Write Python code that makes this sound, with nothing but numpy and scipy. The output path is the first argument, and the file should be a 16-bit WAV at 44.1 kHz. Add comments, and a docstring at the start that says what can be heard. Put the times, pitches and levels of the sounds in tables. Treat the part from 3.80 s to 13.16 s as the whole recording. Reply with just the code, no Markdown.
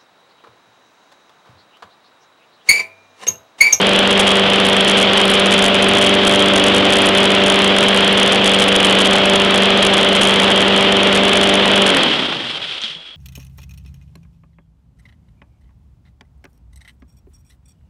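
"""Petrol mower braked to a stop in a shed

A small four-stroke mower runs at governed speed on concrete, rolls closer and back, then is braked to a
stop with a clunk. Blade tips and firings give a stack of tones, the strong ones each met by a wall echo;
shaped noise gives blade wind, valve clatter, brake rub and shed air. Ticks, rattle, thuds and a thin ring
end it. A cheap microphone on the floor peaks near 3 kHz and its converter overloads."""
import sys
import numpy as np
from scipy import signal
from scipy.fft import rfft, irfft
from scipy.io import wavfile
from scipy.ndimage import uniform_filter1d

SR = 44100
rng = np.random.default_rng(int(sys.argv[2]) if len(sys.argv) > 2 else 0)


def transcribe(u):
    """Save the signal u as a 16-bit wav file named by the first command-line argument.

    u: samples, shape (n,) or (channels, n), limited to [-1, 1]; the rate is SR.
    q: integer samples, one column per channel.
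    """
    v = np.clip(np.atleast_2d(u).T, -1, 1)
    q = np.round(v * 32767).astype(np.int16)
    wavfile.write(sys.argv[1], SR, q)


N = 412776
T = np.arange(N) / SR  # s

# All levels are at the floor, ahead of the microphone.
# governed speed: start_s, tip_rate_hz (blade-tip passes, eight to a firing cycle)
TIP_RATE = [(0.0, 195.6), (0.35, 196.9), (0.8, 195.5), (1.3, 196.1), (1.8, 196.4), (2.3, 196.8),
            (2.8, 195.9), (3.3, 195.3), (3.8, 196.3), (4.3, 197.0), (4.7, 195.3), (5.1, 194.8),
            (5.5, 196.0), (6.0, 196.6), (6.6, 195.7), (7.2, 196.8), (7.6, 197.4), (8.05, 197.5)]
# how far the mower has rolled toward the microphone: start_s, closer_m
ROLLED = [(0.0, 0.041), (0.4, 0.026), (0.8, 0.03), (1.2, .026), (1.6, .054), (2.0, .106), (2.5, .161),
          (2.95, 0.22), (3.4, 0.15), (3.8, .108), (4.3, .016), (4.7, .016), (5.0, .004), (5.35, .084),
          (5.8, 0.073), (6.6, 0.066), (7.6, 0.075), (8.0, 0.058)]
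# strong tones, each with one wall echo: firing_multiple, direct_rms_db, echo_rms_db, echo_detour_m
STRONG_TONES = [(4, -20.6, -23.8, 1.66), (8, -21.6, -35.6, 1.73), (10, -31.4, -36.4, 10.58),
                (12, -25.8, -27.5, 8.63), (14, -35.5, -38.8, 3.54), (16, -25, -29.2, 4.07),
                (18, -31.8, -52, 10.95), (20, -27.2, -31.5, 2.21), (22, -33, -40.5, 8.99),
                (24, -24.6, -36, 9.62), (28, -30.3, -48, 10.19)]
# weaker tones at full speed: firing_multiple, rms_db
WEAK_TONES = [(1, -27.5), (2, -26), (3, -36.5), (5, -35.5), (6, -43.5), (7, -35), (9, -31), (11, -40.5),
              (13, -42), (15, -39), (17, -45.5), (19, -43.5), (21, -38.5), (23, -37), (25, -46.5),
              (26, -37), (30, -49), (32, -36)]
# spectrum of the blade wind: pitch_hz, density_db (per Hz)
WIND_COLOUR = [(30, 2), (80, -14), (150, -11), (260, -8), (400, -5.5), (600, -4.5), (800, -6.5), (1200, -9),
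               (2000, -12), (4000, -30.5), (11000, -70)]
# sheet-steel resonances of the deck: pitch_hz, width_hz, lift_db
DECK_MODES = [(296.5, 85, 2.5), (500, 30, 1.5), (1230, 74, 1)]
# spectrum of the valve clatter: pitch_hz, density_db (per Hz)
CLATTER_COLOUR = [(100, -30), (600, -14), (1250, -3.5), (1700, -5.5), (2400, -2), (3300, -4), (4200, -12),
                  (5000, -17.5), (6500, -26.5), (10000, -34.5), (12000, -20)]
# spectrum of the brake pad on the flywheel: pitch_hz, density_db (per Hz)
RUB_COLOUR = [(600, -35), (1050, -17), (1300, -1), (1650, -5), (2600, -1.5), (3300, -1.5), (4200, -5.5),
              (5200, -11), (6500, -22.5), (10000, -26), (12000, -31)]
# level of the brake rub: start_s, level_db
RUB_LEVEL = [(8.0, -68), (8.17, -31), (8.25, -30.5), (8.4, -29.5), (8.6, -35.5), (8.7, -32.5), (8.8, -38),
             (8.88, -34), (9.0, -40), (9.06, -37), (9.18, -45), (9.36, -51.5)]
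# knocks as the crank stops and the parts bounce: start_s, rattle_db, tick_db, tick_hz
KNOCKS = [(8.547, -35, -24, 3600), (8.873, -40, -28, 3600), (9.017, -32, -22, 6000),
          (9.037, -30.5, -13, 3800), (9.080, -44, -24, 3300), (9.100, -46, -26, 3300),
          (9.130, -52, -29, 3300), (9.150, -50, -24, 3300)]
# spectrum of the rattle: pitch_hz, density_db (per Hz)
RATTLE_COLOUR = [(300, -22), (2000, -5), (3500, 1), (5800, -8), (7500, -21), (9000, -21), (12000, -40)]
# thuds of the deck: start_s, level_db, pitch_hz
THUDS = [(9.037, -35, 220), (9.1, -38, 150), (9.159, -37, 165)]
# still air of the shed: pitch_hz, density_db (per Hz)
SHED_COLOUR = [(20, 17), (60, 9), (150, -17.5), (400, -26), (1500, -31.5), (10000, -40)]

BRAKE_S, BRAKE_HZ_PER_S = 8.076, 196  # the brake grabs and the tip rate falls evenly
STRONG_SPEED_POWER = 2.9  # strong tones go as this power of speed
WEAK_DROP_DB = 21  # weak tones lose this from full speed to rest
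# multiples up to this one drop when the spark is cut with the brake
EXHAUST_TOP_MULTIPLE, SPARK_OFF_DB, SPARK_OFF_S = 9.2, -5.5, 0.04
# base level, change per metre rolled closer, hold after the brake grabs, then fall
WIND_DB, WIND_DB_PER_M, WIND_HOLD_S, WIND_FALL_DB_PER_S = -25, 5, 0.12, 30.5
CLATTER_DB, CLATTER_DB_PER_M, CLATTER_HOLD_S, CLATTER_FALL_DB_PER_S = -24, -3, 0.08, 41
RING_HZ, RING_WIDTH_HZ = 3320, 30
RING_PEAK_S, RING_DB, RING_RISE_S, RING_FALL_DB_PER_S = 9.08, -45, 0.02, 36
SHED_DB = -44
MIC_LOW_HZ, MIC_PEAK_HZ, MIC_PEAK_WIDTH_HZ, MIC_PEAK_DB = 150, 3230, 520, 11.4
SQUEEZE_SLOPE, SQUEEZE_WINDOW_S, SQUEEZE_RMS = 0.36, 0.0087, 0.25  # gain control, unity gain at this rms
RAIL, WRAP = 0.675, 0.692  # converter limits: flat at the rails, stuttering below minus WRAP


def undb(db):
    """dB to gain."""
    return 10 ** (np.asarray(db) / 20)


def unit(x):
    """Scale to rms 1."""
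    return x / np.sqrt(np.mean(x ** 2))


def curve(rows):
    """A two-column table as a line with one value per sample."""
    start_s, value = np.transpose(rows)
    return np.interp(T, start_s, value)


def walk(rate_hz):
    """Smooth random drift, spread 1: noise averaged twice over 1 / rate_hz."""
    coarse_t = T[::16]
    width = max(int(SR / 16 / rate_hz), 2)
    drift = rng.standard_normal(len(coarse_t))
    drift = uniform_filter1d(uniform_filter1d(drift, width), width)
    return unit(np.interp(T, coarse_t, drift))


def lift(x, hz, width_hz, db):
    """Add a resonance on top of a flat response."""
    resonance = signal.lfilter(*signal.iirpeak(hz, hz / width_hz, SR), x)
    return x + (undb(db) - 1) * resonance


def noise(colour, band_hz):
    """Noise of a given spectrum, rms 1 inside the band."""
    f = np.arange(N // 2 + 1) * SR / N + 1
    pitch_hz, density_db = np.transpose(colour)
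    gain = undb(np.interp(np.log(f), np.log(pitch_hz), density_db))
    inside = (f > band_hz[0]) & (f < band_hz[1])
    band_rms = np.sqrt(2 * np.sum(gain[inside] ** 2) / N)
    return irfft(rfft(rng.standard_normal(N)) * gain, N) / band_rms


def throb(cycle, order, lag, depth_db):
    """Loudness swing locked to the crank, order times a firing cycle."""
    return undb(depth_db * np.cos(2 * np.pi * (order * cycle - lag)))


def fading(db, db_per_m, rolled_m, hold_s, fall_db_per_s):
    """Level in dB that follows the distance rolled and falls evenly once the brake has bitten."""
    return db + db_per_m * rolled_m - fall_db_per_s * np.maximum(T - BRAKE_S - hold_s, 0)


def tones(cycle, firing_hz, rolled_m, slowing):
    """Blade tips and firings; rolling or slowing slides a strong tone in and out of step with its echo."""
    sizes = []
    for k, direct_db, echo_db, detour_m in STRONG_TONES:
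        echo_delay_s = (detour_m + 2 * rolled_m) / 343
        echo = undb(echo_db) * np.exp(2j * np.pi * k * firing_hz * echo_delay_s)
        sizes.append((k, np.abs(undb(direct_db) + echo) * (1 - slowing) ** STRONG_SPEED_POWER))
    for k, db in WEAK_TONES:
        sizes.append((k, undb(db - WEAK_DROP_DB * slowing)))

    spark = undb(SPARK_OFF_DB * np.clip((T - BRAKE_S) / SPARK_OFF_S, 0, 1))
    out = 0
    for k, size in sizes:
        k = round(k)
        if k <= EXHAUST_TOP_MULTIPLE:
            size = size * spark
        waver = k * (0.0051 + 0.3 * slowing) * walk(16)  # radians, more once the brake grabs
        # tip tones arrive together as sharp peaks; the silencer and walls scatter the others
        lag = 0.002 * k * k if k % 8 == 0 else 0.17 * k * k
        wave = np.cos(2 * np.pi * k * cycle + waver + lag)
        out = out + np.sqrt(2) * size * undb(1.1 * walk(30)) * wave
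    return out


def wind(cycle, db):
    """Air torn off the blades and boxed in by the deck, swelling at each tip."""
    air = noise(WIND_COLOUR, (700, 1100)) * throb(cycle, order=8, lag=0.047, depth_db=0.5)
    for mode in DECK_MODES:
        air = lift(air, *mode)
    return air * undb(db)


def clatter(cycle, db):
    """Valve gear and fins: dense, grainy noise, louder for part of each cycle."""
    grains = noise(CLATTER_COLOUR, (2500, 4200)) * undb(0.8 * walk(150))
    tip_swing = throb(cycle, order=8, lag=0.6, depth_db=1.32)
    cycle_swing = throb(cycle, order=1, lag=0.7, depth_db=0.57)
    return grains * tip_swing * cycle_swing * undb(db)


def brake_rub():
    """Brake pad rubbing on the flywheel: noise that varies as the pad grabs unevenly."""
    return noise(RUB_COLOUR, (2500, 4200)) * undb(curve(RUB_LEVEL) + 1.15 * walk(30))


def knocks():
    """Loose metal hitting its stops: a sharp tick, a quick grainy rattle, and low thuds of the deck."""
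    rattle, struck = np.zeros(N), np.zeros(N)
    for start_s, rattle_db, tick_db, tick_hz in KNOCKS:
        t = np.maximum(T - start_s, 0)
        rattle += (T > start_s) * undb(rattle_db) * np.exp(-t / 0.028)
        struck += undb(tick_db) * np.sin(2 * np.pi * tick_hz * t) * np.exp(-t / 0.0006)
    for start_s, db, hz in THUDS:
        t = np.maximum(T - start_s, 0)
        struck += undb(db) * np.sin(2 * np.pi * hz * t) * np.exp(-t / 0.025)
    grains = undb(2.0 * walk(600)) * noise(RATTLE_COLOUR, (500, 8000))
    return rattle * grains + struck


def ring():
    """A thin, wavering metal ring around the last clunks: noise through one narrow resonance."""
    resonance = signal.iirpeak(RING_HZ, RING_HZ / RING_WIDTH_HZ, SR)
    narrow = signal.lfilter(*resonance, rng.standard_normal(N))
    rise = np.clip(1 + (T - RING_PEAK_S) / RING_RISE_S, 0, 1)
    fall_db = RING_FALL_DB_PER_S * np.maximum(T - RING_PEAK_S, 0)
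    return unit(narrow) * rise * undb(RING_DB - fall_db)


def shed_air():
    """Still air of the shed: steady noise, deepest in the bass."""
    return undb(SHED_DB) * noise(SHED_COLOUR, (20, 12000))


def scene():
    """The mower, turning on one crank angle; every turn shakes wind, clatter and brake alike."""
    running_hz = curve(TIP_RATE)
    tip_hz = np.maximum(running_hz - BRAKE_HZ_PER_S * np.maximum(T - BRAKE_S, 0), 0)
    firing_hz = tip_hz / 8
    slowing = 1 - tip_hz / running_hz  # 0 at governed speed, 1 at rest
    cycle = np.cumsum(firing_hz) / SR  # firing cycles so far
    rolled_m = curve(ROLLED)

    wind_db = fading(WIND_DB, WIND_DB_PER_M, rolled_m, WIND_HOLD_S, WIND_FALL_DB_PER_S)
    clatter_db = fading(CLATTER_DB, CLATTER_DB_PER_M, rolled_m, CLATTER_HOLD_S, CLATTER_FALL_DB_PER_S)
    shake = throb(cycle, order=2, lag=0.45, depth_db=1.47) * undb(1.4 * walk(170))
    rough = shake * (wind(cycle, wind_db) + clatter(cycle, clatter_db) + brake_rub())
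    mower = tones(cycle, firing_hz, rolled_m, slowing) + rough
    return (mower + knocks() + ring() + shed_air())[None]


def roll_off(x):
    """The treble ends steeply here."""
    return signal.sosfilt(signal.butter(12, 12300, fs=SR, output="sos"), x)


def record(dry):
    """Thin, peaky floor microphone, quick gain control, and a half-rate converter that overloads."""
    low_cut = signal.butter(2, MIC_LOW_HZ, "high", fs=SR, output="sos")
    heard = lift(signal.sosfilt(low_cut, dry), MIC_PEAK_HZ, MIC_PEAK_WIDTH_HZ, MIC_PEAK_DB)

    power = uniform_filter1d(heard ** 2, int(SQUEEZE_WINDOW_S * SR))
    gain = (SQUEEZE_RMS ** 2 / (power + 1e-9)) ** (SQUEEZE_SLOPE / 2)
    squeezed = heard * np.minimum(1.05, gain)

    half = signal.resample_poly(squeezed, 1, 2, axis=1)
    place = np.arange(half.shape[1])
    last_safe = np.maximum.accumulate(np.where(half < -WRAP, 0, place), axis=1)
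    deep_for = place - last_safe  # samples spent below minus WRAP
    # peaks are flattened; every other deep negative sample drops to zero
    half = np.where(deep_for % 2 == 1, 0, np.clip(half, -RAIL, RAIL))

    smooth = signal.firwin(45, 10900, window=("kaiser", 7.5), fs=SR)
    finished = signal.resample_poly(half, 2, 1, axis=1, window=smooth)[:, :N]
    return roll_off(finished)


dry = scene()
out = record(dry)
transcribe(out)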